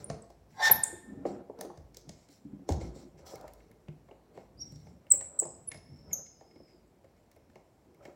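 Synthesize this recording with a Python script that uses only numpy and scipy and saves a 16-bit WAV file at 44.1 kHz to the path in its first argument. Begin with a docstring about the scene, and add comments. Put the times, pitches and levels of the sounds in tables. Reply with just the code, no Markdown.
"""Hands fit a wire to a brass terminal on a wooden bench, near one microphone in a large bare laboratory.
Knuckles knock the boards, wire ends clink on the brass, sleeves rustle and arms drag, and each movement stirs a
low rumble. Down on the floor a stool leg squeals once and rubber soles chirp as they stick and slip. The far
walls answer the taps and squeaks; from outside comes a thin, distant squeal, over a steady hush."""
import sys
import numpy as np
from scipy import signal
from scipy.fft import rfft, irfft
from scipy.io import wavfile
from scipy.ndimage import uniform_filter1d

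SR = 44100
rng = np.random.default_rng(int(sys.argv[2]) if len(sys.argv) > 2 else 0)


def to_wav(s):
    """Save 16-bit WAV."""
    ch = np.atleast_2d(s).T  # columns
    pcm = np.round(np.clip(ch, -1, 1) * 32767)  # PCM
    wavfile.write(sys.argv[1], SR, pcm.astype(np.int16))


N = 359415
T = np.arange(N) / SR

# wire ends on the terminal: t/s, clink level/dB, clink centre f/Hz, snap level/dB, top level/dB
WIRE_CLICKS = [(.1, -41.5, 1580, -46, -76), (0.3027, -62, 1570, -65.5, -65), (0.698, -24.5, 1800, -52, -55),
               (1.254, -45, 1650, -72, -80), (1.589, -63, 1846, -61, -66),
               (1.6103, -45, 1680, -42.5, -32.5), (1.649, -60, 1734, -62, -75),
               (1.7743, -60, 1683, -62, -78), (1.945, -60, 1985, -57, -62),
               (1.9693, -61, 2600, -48.5, -43.5), (2.092, -53, 2370, -46.5, -65),
               (2.2876, -59.5, 1657, -61, -75.5), (2.6905, -43, 1740, -39.5, -64),
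               (2.7048, -44, 1603, -55, -54), (2.7214, -47, 1630, -45, -58),
               (2.811, -49.5, 2260, -62.5, -77.5), (3.1908, -67.5, 1840, -69, -70),
               (3.3565, -56, 2060, -58.5, -49), (3.411, -64, 2127, -61, -55.5),
               (3.4793, -49.5, 1810, -61, -54.5), (3.5354, -72, 1800, -65.5, -50.5),
               (3.6029, -57.5, 2400, -82, -90), (3.714, -59, 1940, -72.5, -60),
               (3.884, -49, 2780, -72, -83.5), (4.087, -61, 1997, -81.5, -88),
               (4.112, -55.5, 2690, -88, -85), (4.375, -51, 1850, -71, -73),
               (4.722, -70, 1564, -64.5, -59.5), (4.7587, -71, 2065, -64.5, -72),
               (4.8694, -62.5, 2110, -72.5, -84), (5.067, -55, 2600, -85, -69.5),
               (5.1363, -53, 2260, -62, -56), (5.2095, -44.5, 1750, -58, -62), (5.431, -49, 1910, -71, -70),
               (5.4524, -70, 1600, -65, -71), (5.7166, -39, 2200, -49, -74), (5.7446, -49, 2137, -58, -77),
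               (5.7734, -70, 2160, -59, -76.5), (6.11, -56, 2100, -75, -85),
               (6.2637, -60.5, 2190, -63, -89), (6.409, -59.5, 1910, -71.5, -85),
               (6.5121, -64, 2120, -81.5, -88), (6.5595, -62, 2272, -74, -84),
               (7.0445, -60.5, 2043, -76, -76.5), (7.3144, -61.5, 1960, -68.5, -58),
               (7.3627, -62, 2226, -78.5, -63), (7.4988, -61, 1600, -76, -85),
               (7.5565, -55, 2215, -67.5, -69.5), (7.9455, -69, 2170, -78, -65.5),
               (8.053, -47, 2170, -58.5, -72)]
# low and high modes of the brass: f/Hz, level/dB, t60/s
BRASS_LOW_MODES = [(1600, 0.5, 0.013), (1805, 2, .025), (2165, 0.5, .04), (2540, -2.5, 0.0072),
                   (2860, 1, 0.016)]
BRASS_HIGH_MODES = [(4300, -1, .004), (4820, 2, .005), (5500, 2, .005), (6318, 0, .004), (7940, -4, .004)]


def terminal_clicks():
    """Near the microphone, wire ends strike brass: ringing modes and short cracks of noise."""
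    s, clink_db, clink_hz, snap_db, top_db = np.transpose(WIRE_CLICKS)
    at = np.round(s * SR).astype(int)
    clink = strike(at, clink_db - 1, BRASS_LOW_MODES, roll_s=.004, centre_hz=clink_hz, db_per_octave=36)
    clink += crack(at, clink_db - 1, t60=.03)
    snap = strike(at, snap_db, BRASS_HIGH_MODES, roll_s=.0038)
    snap += crack(at, snap_db + 10.5, t60=.025)
    top = crack(at, top_db + 5, t60=.012)
    return band(clink, 1100, 3300) + band(snap, 3600, 7300) + band(top, 9000, 16000)


# blows on the bench: t/s, thud level/dB, thud centre f/Hz, wood level/dB, wood centre f/Hz
BENCH_KNOCKS = [(.1, -35.5, 143, -37.5, 725), (0.3016, -68, 285, -53, 573),
                (0.3692, -56, 69.6, -67.5, 554.2), (.7, -35.5, 153, -30, 790),
                (0.9276, -57, 86, -44.5, 354), (1.252, -36, 283, -25.5, 483),
                (1.497, -48.5, 280, -39.5, 416), (1.589, -51, 285, -47.5, 596),
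                (1.6104, -58, 283, -43.5, 710), (1.649, -56, 299, -37.5, 354), (1.702, -53, 165, -42, 1060),
                (1.773, -47.5, 100, -57, 653), (1.9696, -68, 274, -55.5, 449), (2.0699, -45, 135, -58, 414),
                (2.0907, -43.5, 144, -51, 520), (2.2891, -52.5, 261.2, -62.5, 322),
                (2.4493, -39, 266, -71, 305), (2.5299, -41, 264, -70, 337), (2.69, -27.5, 299, -24.5, 400),
                (2.7054, -23, 82, -47, 344), (2.72, -46, 61.6, -40, 377), (2.811, -37, 65, -35, 332),
                (2.9571, -47, 163, -46.5, 386), (3.1528, -58, 153, -53, 342.4),
                (3.1899, -50.5, 74.3, -54.5, 369), (3.335, -55, 182, -45, 480), (3.4423, -58, 70, -42, 575),
                (3.8812, -46.5, 149, -46.5, 358), (4.086, -59, 273, -54.5, 628),
                (4.1116, -54, 286, -51, 533), (4.376, -59, 295, -45.5, 520), (4.721, -46, 152.4, -61, 319),
                (4.7587, -47, 107, -64, 304), (4.8687, -50.5, 108, -57, 646), (5.1363, -52, 70, -45, 550),
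                (5.2099, -53.5, 94, -50, 657), (5.422, -56, 131.3, -36.5, 520),
                (5.4524, -53, 167, -42, 614), (5.7164, -55, 212, -52, 986), (5.745, -47, 129, -47, 475),
                (5.7734, -48.5, 113, -65, 450), (6.41, -70, 64.6, -53, 674), (6.5586, -51, 221, -53, 355),
                (6.5998, -53.5, 231, -57, 555), (7.0432, -59, 81, -55, 540), (7.363, -63, 67.7, -57.5, 454),
                (7.5569, -60.5, 189, -48, 534), (8.0514, -55, 210, -49.5, 610),
                (8.078, -53.5, 271, -45, 345)]
# low and middle modes of the bench: f/Hz, level/dB, t60/s
BENCH_LOW_MODES = [(61, -1, 0.24), (77, 0.5, 0.36), (97.9, -1.5, 0.29), (151, 3.5, 0.19), (198, -2, .12),
                   (214, -0.5, 0.09), (252.9, 2.5, 0.036), (288.2, 1, 0.14)]
BENCH_MID_MODES = [(330.6, 0.5, 0.07), (354, -2.5, 0.2), (417, -1.3, 0.099), (470, 1.8, 0.057),
                   (546.9, 2.4, .08), (610, -0.75, 0.088), (687, -1.4, 0.1), (795.4, 1.8, 0.05),
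                   (874, -4.2, .06), (960.6, 0, 0.022), (1090, -0.2, 0.027)]


def bench_knocks():
    """Knuckles and apparatus knock the bench; the soft blows ring only the wood's modes."""
    s, thud_db, thud_hz, wood_db, wood_hz = np.transpose(BENCH_KNOCKS)
    at = np.round(s * SR).astype(int)
    thud = strike(at, thud_db - 1.5, BENCH_LOW_MODES, roll_s=.008, centre_hz=thud_hz, db_per_octave=12.5)
    wood = strike(at, wood_db - .5, BENCH_MID_MODES, roll_s=.002, centre_hz=wood_hz, db_per_octave=10.5)
    return band(thud, 40, 560) + band(wood, 310, 1400)


# sleeve and finger rubs: t/s, hold/s, cloth level/dB, finger level/dB, relative crackle level/dB
HAND_RUBS = [(0, 0.012, -69.5, -67.5, 4), (0.111, 0.0045, -68, -62.5, -12), (0.3, .005, -81.5, -90, .5),
             (0.506, 0.085, -80.5, -76, 9), (1.265, .005, -64.5, -65, -1), (1.598, 0.0048, -78.5, -79, 8.5),
             (1.96, 0.0046, -91.5, -74, -10), (2.099, 0.0022, -90, -80, -15),
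             (2.108, 0.14, -79, -80.5, 0.5), (2.305, 0.027, -70.5, -76, 4.5), (2.7, 0.025, -64.5, -71, 0),
             (2.806, .045, -67, -67.5, -4), (2.952, 0.062, -70, -74.5, 1), (3.181, 0.012, -76.5, -72.5, -2),
             (3.265, 0.053, -63, -71, 6), (3.434, 0.21, -87.5, -85, 8), (4.346, 0.062, -80.5, -72, 2.5),
             (4.6, 0.29, -81, -83, 4), (5.11, 0.02, -67, -64.5, 0.5), (5.21, .01, -75, -65.5, 6.5),
             (5.42, .03, -80, -83, .5), (5.725, 0.029, -83, -81, -3), (5.962, 0.009, -86, -77, 0),
             (6.107, .005, -84, -71, -11), (6.681, .02, -85, -75.5, -0.5), (7.166, .01, -89, -77, 4),
             (7.319, 0.0046, -89, -81, 7.5), (7.555, 0.0049, -88, -82, -5), (8.031, 0.045, -80, -72.5, 7)]
# spectra of sleeve cloth and of crackling wire: f/Hz, density level/dB
CLOTH_SPECTRUM = [(1760, -42.5), (3000, -16), (3500, -1), (3800, -4.5), (4480, 0.5), (5860, 2),
                  (6460, -2.5), (7320, -1), (9500, -12.5), (12400, -40.5), (20900, -120)]
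WIRE_SPECTRUM = [(6000, -27.5), (9000, -4.5), (12000, -2.5), (15800, 0)]


def rustle():
    """Close and dry: cloth rubs unevenly band by band, stiff wire crackles, fingers rub duller."""
    rest_db, rise_db_per_s, post_hz = -92.5, 1503.5, 2150
    s, hold_s, cloth_db, finger_db, crackle_db = np.transpose(HAND_RUBS)
    cloth = strokes(s, hold_s, cloth_db, rise_db_per_s, fall_db_per_s=189)
    skin = strokes(s, hold_s, finger_db, rise_db_per_s, fall_db_per_s=189)
    # every click on the terminal brings a brief rub too
    click_s, clink_db, _, snap_db, _ = np.transpose(WIRE_CLICKS)
    no_hold = np.zeros_like(click_s)
    brush = strokes(click_s, no_hold, snap_db - 21, rise_db_per_s, fall_db_per_s=300.5)
    touch = strokes(click_s, no_hold, clink_db - 18, rise_db_per_s, fall_db_per_s=300.5)
    rub = colour(grains(8000, spread_db=2.5), CLOTH_SPECTRUM)
    edges = np.geomspace(2600, 12000, 6)
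    patchy = sum(amp(1.5 * drift(10)) * band(rub, low, high) for low, high in zip(edges, edges[1:]))
    crackle_gain = amp(loudest(cloth, crackle_db) - 13.5 + 1.7 * drift(25))
    crackle = crackle_gain * colour(grains(2500, spread_db=.5), WIRE_SPECTRUM)
    sleeves_and_wire = envelope(np.vstack([cloth, brush]), rest_db) * (rms_one(patchy) + crackle)
    dull = band(grains(3000, spread_db=2), 1250, 2800)
    post = amp(5) * resonate(dull, post_hz, width_hz=220)   # the terminal post colours the finger rubs
    fingers = envelope(np.vstack([skin, touch]), rest_db) * rms_one(dull + post)
    return amp(6.5) * sleeves_and_wire + fingers


# arms on the bench top: t/s, hold/s, level/dB, centre f/Hz
ARM_DRAGS = [(0, 0.0065, -47, 510), (.11, 0.049, -48.5, 450), (.75, 0.0077, -44.5, 780),
             (.91, 0.0057, -47.5, 406), (1.09, 0.098, -45, 265), (1.27, 0.1, -41.5, 330),
             (1.61, 0.063, -44.5, 420), (1.75, .05, -58, 450), (1.97, 0.15, -59.5, 350),
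             (2.5, 0.092, -49.5, 265), (2.718, 0.12, -45, 397), (2.88, 0.15, -47, 340),
             (3.29, 0.091, -46.5, 612), (3.412, 0.057, -48, 630), (3.58, 0.22, -61, 450),
             (3.88, 0.076, -59, 300), (4.08, 0.068, -66.5, 570), (4.36, 0.025, -52, 480),
             (4.56, 0.17, -63, 280), (4.88, 0.008, -64, 447), (5.02, 0.054, -64, 600),
             (5.127, 0.09, -56, 590), (5.324, .05, -58.5, 600), (5.417, 0.055, -53.5, 595),
             (5.72, 0.075, -61, 470), (6.082, .12, -55.5, 577), (6.45, .13, -60, 400),
             (6.74, .01, -61, 362), (7.04, 0.058, -69.5, 560), (7.6, 0.0088, -64, 560),
             (7.88, .03, -60.5, 320), (8.029, .07, -55, 607)]


def arm_drags():
    """Arms drag on the bench near the microphone; the boards under them colour the rub."""
    s, hold_s, level_db, centre_hz = np.transpose(ARM_DRAGS)
    power = strokes(s, hold_s, level_db, rise_db_per_s=192, fall_db_per_s=131)
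    drag_hz = loudest(power, centre_hz)
    rub = grains(3000, spread_db=2)
    edges = np.geomspace(190, 1300, 9)
    gains = [amp(-16 * np.abs(np.log2(low * 1.2 / drag_hz))) for low in edges[:-1]]
    drag = sum(gain * rms_one(band(rub, low, high)) for gain, low, high in zip(gains, edges, edges[1:]))
    drag /= np.sqrt(sum(gain ** 2 for gain in gains))
    return envelope(power, rest_db=-72.5) * amp(1.7 * drift(2.1)) * drag


# the stool leg's slide: t/s, slip f/Hz, squeal level/dB, frame level/dB, grit level/dB
STOOL_SLIDE = [(.54, 1800, -83, -70.5, -83), (.585, 1800, -70, -48.5, -67), (.61, 1800, -46, -29.5, -51),
               (.63, 1800, -24.5, -33.5, -40.5), (.655, 1800, -20, -35.5, -32),
               (.686, 1795, -21.5, -31, -35), (.693, 1790, -50, -28.5, -47.5),
               (.715, 1790, -71.5, -33.5, -51), (.735, 1790, -67.5, -52, -63.5)]
# harmonics of the squeal: multiple, level/dB
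SQUEAL_HARMONICS = [(1, -1.5), (2, -16.5), (3, -16), (4, -22.5)]
# resonances of the stool frame: f/Hz, width/Hz, level/dB
FRAME_MODES = [(593, 130, -4.5), (762.2, 80, 3), (855, 41, 4), (1067.6, 7, -3.5), (1595, 110, -3),
               (1730, 90, -22), (2000, 130, -5.5), (3540, 22, -15), (3872, 73, -10.5), (4260, 130, -16),
               (4690, 71, -13.5), (5750, 70, -10.5), (7600, 200, -23)]
# spectrum of grit under the leg: f/Hz, density level/dB
GRIT_SPECTRUM = [(1350, -42.5), (2300, -18), (2680, -20), (3480, -3), (5070, -7.5), (5530, -4.5),
                 (6090, -8.5), (9520, -20.5), (13200, -20.5), (15500, -29.5)]


def stool_squeal():
    """A stool leg sticks and slips at a near-steady rate; the rough floor grates and shakes the frame."""
    hz, squeal_db, frame_db, grit_db, on = in_time(STOOL_SLIDE)
    phase = 2 * np.pi * np.cumsum(hz * (1 + .0057 * drift(25))) / SR
    phase += .23 * rms_one(band(rng.standard_normal(N), 30, 400))   # uneven slips roughen overtones most
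    squeal = np.sqrt(2) * sum(amp(db) * np.sin(k * phase) for k, db in SQUEAL_HARMONICS)
    shake = grains(900, spread_db=1)
    frame = sum(amp(db) * rms_one(resonate(resonate(shake, mode_hz, 2 * width), mode_hz, width))
                for mode_hz, width, db in FRAME_MODES)
    grit = colour(grains(9000, spread_db=-2.5), GRIT_SPECTRUM)
    return on * (amp(squeal_db) * squeal + amp(frame_db) * rms_one(frame) + amp(grit_db) * grit)


# soles on the floor, one list a chirp: t/s, f/Hz, level/dB, octave level/dB
SOLE_CHIRPS = [
    [(.042, 8500, -73, -90), (.044, 9000, -30, -80), (.0455, 9830, -39, -82), (.048, 9700, -51, -69.5),
     (.051, 9500, -70, -90)],
    [(.220, 8500, -77, -99), (.2235, 8050, -50, -90), (.226, 7460, -56, -87)],
    [(.707, 12700, -56, -95), (.7142, 12420, -15, -95), (.7175, 12150, -9, -95), (.7212, 11450, -17, -95),
     (.724, 11280, -12, -95), (.7265, 11270, -18, -95), (.729, 11270, -45, -95)],
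    [(.832, 10860, -53.5, -80), (.8365, 9220, -16, -59), (.840, 7340, -23, -38), (.843, 6580, -34.5, -62)],
    [(4.570, 4770, -79.5, -91), (4.577, 4780, -68, -81), (4.585, 4940, -64, -93), (4.6, 4800, -68, -96.5),
     (4.615, 4770, -60.5, -92), (4.63, 4750, -73, -95)],
    [(4.585, 5250, -78, -97), (4.590, 5200, -60, -92), (4.603, 5660, -51, -80), (4.615, 5750, -38.5, -73.5),
     (4.624, 5480, -40, -72), (4.636, 5590, -46, -82)],
    [(5.1, 8650, -62, -90), (5.104, 8500, -29, -80), (5.109, 8620, -26, -70), (5.111, 8300, -31, -60),
     (5.1145, 8040, -12, -52), (5.117, 8050, -14, -48), (5.121, 7700, -9, -28), (5.1235, 7200, -22, -34),
     (5.125, 6900, -45, -55)],
    [(5.388, 8230, -46.5, -74.5), (5.393, 8030, -18.5, -57), (5.397, 7980, -24, -53),
     (5.400, 7680, -18.5, -41), (5.403, 6410, -36.5, -63)],
    [(5.672, 10500, -58, -95), (5.677, 10360, -41.5, -94), (5.688, 10600, -32.5, -95),
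     (5.692, 10850, -32, -95)],
    [(6.113, 6700, -66, -95), (6.126, 7050, -56, -70), (6.13, 7000, -36, -48), (6.133, 6560, -21, -38),
     (6.1345, 6400, -32, -34), (6.1365, 6320, -31, -36), (6.142, 6050, -32, -46), (6.147, 5950, -50, -62)],
]


def sole_chirps():
    """Rubber sticks and slips on smooth floor: a gliding tone, with its octave when under 8500 Hz."""
    out = np.zeros(N)
    for rows in SOLE_CHIRPS:
        s, *columns = np.transpose(rows)
        span = slice(int(s[0] * SR), int(s[-1] * SR))
        hz, level_db, octave_db = (uniform_filter1d(np.interp(T[span], s, c), size=45) for c in columns)
        phase = 2 * np.pi * np.cumsum(hz) / SR
        tone = amp(level_db) * np.sin(phase)
        octave = amp(octave_db) * (hz < 8500) * np.sin(2 * phase)
        grip = signal.windows.tukey(len(hz), .2)
        out[span] += np.sqrt(2) * grip * (tone + octave)
    bench_echo = amp(-12) * np.roll(out, int(.0036 * SR))   # off the bench top into the microphone
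    return out + bench_echo


# brief catches of a sole: t/s, f/Hz, level/dB
SOLE_PIPS = [(5.413, 4900, -66), (5.456, 5040, -56), (5.491, 5200, -63.5), (5.511, 5110, -62),
             (5.551, 5100, -63), (5.575, 5140, -77), (6.88, 7930, -73.5)]


def sole_pips():
    """A sole catches on the floor for an instant, on one pitch."""
    out, t = np.zeros(N), T[:800] - T[400]
    bell_curve = np.exp(-(t / .0018) ** 2)
    for s, hz, db in SOLE_PIPS:
        start = int(s * SR) - 400
        out[start:start + 800] += np.sqrt(2) * amp(db) * bell_curve * np.sin(2 * np.pi * hz * t)
    return out


# reverberation of the bare laboratory: f/Hz, t60/s, level/dB
ROOM_DECAY = [(60.6, 0.37, -10), (295.5, 0.81, -14), (900, 0.51, -2), (1790, 0.79, -9.5), (3573, 0.64, -8),
              (6250, 0.48, -6), (8900, 0.4, -12), (11980, 0.21, -12), (15500, 0.17, -9.5)]
# echo clusters from the far walls: t/s, level/dB over the tail
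FAR_WALL_ECHOES = [(0.021, 0.5), (0.042, 4.5)]


def room_reverb(x):
    """The room's diffuse tail builds up, then dies band by band, swelling where far walls answer."""
    t, tail, build_up_s = T[:SR], np.zeros(SR), .012
    edges = 40 * 2 ** np.arange(0, 9.1, .5)
    white = rng.standard_normal((2, SR))
    for k, (low, high) in enumerate(zip(edges, edges[1:])):
        hz = np.sqrt(low * high)
        t60 = at_hz(ROOM_DECAY, hz)
        decay = amp(at_hz(ROOM_DECAY, hz, column=2) - 60 * t / t60)
        decay_energy = t60 * SR / np.log(1e6)
        tail += band(white[k % 2], low, high) * decay / np.sqrt(decay_energy)
    tail *= np.clip(t / build_up_s, 0, 1) ** 2
    tail *= amp(sum(db * np.exp(-((t - s) / .003) ** 2) for s, db in FAR_WALL_ECHOES))
    return signal.fftconvolve(x, tail)[:N]


# deep rumble through the floor: t/s, level/dB
FLOOR_RUMBLE = [(0, -56), (.25, -69), (.45, -65), (.85, -70), (.97, -69), (1.12, -59), (1.5, -77),
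                (1.82, -66), (2.3, -71.5), (2.65, -73), (2.87, -48), (3.05, -73), (3.6, -62.5),
                (4.3, -74.5), (4.6, -65), (5.2, -80), (6.15, -65), (6.45, -80), (8.15, -75.5)]
# swells of low rumble as arms and bodies move at the bench: t/s, hold/s, level/dB
RUMBLE_SWELLS = [(0, 0.0089, -53.5), (.11, 0.065, -51), (.54, 0.012, -59.5), (.75, 0.0071, -46),
                 (.91, .01, -56.5), (1.18, .01, -49), (1.34, 0.011, -56), (1.63, .05, -66),
                 (1.88, .01, -61), (2.15, 0.011, -61), (2.79, .01, -37.5), (3.0, 0.17, -63),
                 (3.38, 0.0073, -55.5), (3.7, 0.0091, -62.5), (3.97, .1, -67.5), (4.36, .01, -60),
                 (4.56, .4, -57), (5.15, 0.037, -57), (5.54, 0.011, -55.5), (5.67, 0.0097, -57.5),
                 (5.92, 0.23, -54.5), (6.74, 0.013, -69), (7.5, .03, -67), (8.04, 0.028, -64)]


def low_rumble():
    """Low rumble at the microphone: a narrow deep band through the floor, and broader swells as arms and bodies
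    move at the bench."""
    deep_db, _ = in_time(FLOOR_RUMBLE)
    deep = amp(deep_db + 2 * drift(5)) * rms_one(band(rng.standard_normal(N), 52, 56))
    power = strokes(*np.transpose(RUMBLE_SWELLS), rise_db_per_s=168.5, fall_db_per_s=142)
    swell_gain = envelope(power, rest_db=-75.5) * amp(2 * drift(8))
    return deep + swell_gain * rms_one(band(rng.standard_normal(N), 62, 210))


# squeal far outside: t/s, centre f/Hz, level/dB
FAR_SQUEAL = [(5.74, 5200, -61), (5.82, 5250, -71.5), (6.0, 5360, -69.5), (6.2, 5260, -65.5),
              (6.45, 5126, -74.5), (6.6, 5170, -72.5), (6.75, 4970, -73.5), (6.95, 4950, -110)]


def far_squeal():
    """A thin, wavering band of hiss in the distance: low-passed noise carried on a gliding tone."""
    hz, level_db, on = in_time(FAR_SQUEAL)
    slow = signal.sosfilt(signal.butter(2, 130, fs=SR, output="sos"), rng.standard_normal((2, N)))
    phase = 2 * np.pi * np.cumsum(hz) / SR
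    return on * amp(level_db) * rms_one(slow[0] * np.sin(phase) + slow[1] * np.cos(phase))


# spectrum of the room tone: f/Hz, density level/dB
ROOM_TONE_SPECTRUM = [(15, -43), (25, -11.5), (82, -0.5), (284, -3), (324, -2.5), (449, -6.5), (691, -7.5),
                      (1250, -20.5), (2200, -24.5), (3490, -30.5), (9460, -34.5), (13100, -35.5),
                      (15800, -37)]


def room_tone():
    """The laboratory's steady hush at the microphone: faint noise, strongest in the bass."""
    return amp(-65) * colour(rng.standard_normal(N), ROOM_TONE_SPECTRUM)


def strike(at, blow_db, modes, roll_s, centre_hz=None, db_per_octave=0):
    """A contact rolls briefly, so each mode starts at its own instant; those near centre_hz ring most."""
    out = np.zeros(N)
    luck = rng.standard_normal((len(at), len(modes)))
    lateness = rng.random((len(at), len(modes)))
    for k, (hz, mode_db, t60) in enumerate(modes):
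        away_db = 0 if centre_hz is None else -db_per_octave * np.abs(np.log2(hz / centre_hz))
        starts = at + (lateness[:, k] ** 2 * roll_s * SR).astype(int)
        clicks = np.zeros(N)
        clicks[starts] = amp(blow_db + mode_db + away_db + 2.8 * luck[:, k]) * np.sign(luck[:, k - 1])
        out += ring(clicks, hz, t60)
    return out


def ring(clicks, hz, t60):
    """A unit click sets a sine of height 1 ringing."""
    r, w = amp(-60 / (t60 * SR)), 2 * np.pi * hz / SR
    return signal.lfilter([0, np.sin(w)], [1, -2 * r * np.cos(w), r * r], clicks + 1e-18)


def crack(at, blow_db, t60):
    """A fast-dying burst of noise at each blow."""
    clicks = np.zeros(N)
    clicks[at] = amp(blow_db)
    decay = signal.lfilter([1], [1, -amp(-60 / (t60 * SR))], clicks + 1e-18)
    return decay * rng.standard_normal(N)


def grains(per_s, spread_db):
    """Friction as random clicks of uneven size; rms 1."""
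    sizes = amp(spread_db * np.minimum(rng.exponential(1, N), 5)) * rng.choice([-1, 1], N)
    return rms_one(sizes * (rng.random(N) < per_s / SR))


def strokes(s, hold_s, peak_db, rise_db_per_s, fall_db_per_s):
    """Power of each stroke every 64 samples: it rises, holds and falls along straight lines in dB."""
    age_s = T[::64] - s[:, None]
    loss_db = rise_db_per_s * np.maximum(-age_s, 0)
    loss_db += fall_db_per_s * np.maximum(age_s - hold_s[:, None], 0)
    return amp(2 * np.maximum(peak_db[:, None] - loss_db, -200))


def envelope(power, rest_db):
    """Gain over time of all strokes above a resting level."""
    return np.interp(T, T[::64], np.sqrt(power.sum(axis=0) + amp(2 * rest_db)))


def loudest(power, column):
    """A column of the strokes over time, weighted by how loud each one is."""
    return np.interp(T, T[::64], column @ power / power.sum(axis=0))


def drift(rate_hz):
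    """A slow random wander of spread 1, drawn 60 times a second."""
    knots = rng.standard_normal(int(N / SR * 60) + 2)
    r = np.exp(-2 * np.pi * rate_hz / 60)
    slow = rms_one(signal.lfilter([1], [1, -r], knots))
    return np.interp(T * 60, np.arange(len(slow)), slow)


def colour(x, spectrum):
    """Shape by a spectrum (f/Hz, level/dB); rms 1."""
    hz = np.maximum(np.arange(N // 2 + 1) * SR / N, 1)
    inside = (hz > spectrum[0][0] / 2) & (hz < spectrum[-1][0] * 2)
    return rms_one(irfft(rfft(x) * amp(at_hz(spectrum, hz)) * inside, N))


def resonate(x, hz, width_hz):
    """One resonance with a peak gain of 1."""
    r, w = np.exp(-np.pi * width_hz / SR), 2 * np.pi * hz / SR
    return signal.lfilter([(1 - r * r) / 2, 0, (r * r - 1) / 2], [1, -2 * r * np.cos(w), r * r], x)


def band(x, low_hz, high_hz):
    return signal.sosfilt(signal.butter(2, [low_hz, high_hz], "band", fs=SR, output="sos"), x)


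def in_time(rows):
    """Columns over time, and a mask that is 1 only within the table."""
    s, *columns = np.transpose(rows)
    return [np.interp(T, s, c) for c in columns] + [(T >= s[0]) & (T <= s[-1])]


def at_hz(rows, hz, column=1):
    """A column interpolated over log frequency."""
    columns = np.transpose(rows)
    return np.interp(np.log(hz), np.log(columns[0]), columns[column])


def amp(db):
    return 10 ** (np.asarray(db) / 20)


def rms_one(x):
    return x / np.sqrt(np.mean(x ** 2) + 1e-20)


def scene():
    """One microphone at the bench feeds both channels; only taps and squeaks ring the room."""
    contacts = sole_chirps() + sole_pips() + bench_knocks() + terminal_clicks() + stool_squeal()
    background = room_tone() + room_reverb(contacts) + low_rumble()
    mono = contacts + arm_drags() + rustle() + far_squeal() + background
    return np.array([mono, mono])


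def record(dry):
    """The microphone drops the deepest bass; the top is cut steeply at 16 kHz."""
    bass_cut = signal.sosfilt(signal.butter(4, 42, "high", fs=SR, output="sos"), dry)
    return signal.sosfilt(signal.ellip(12, .5, 70, 16000, fs=SR, output="sos"), bass_cut)


dry = scene()
out = record(dry)
to_wav(out)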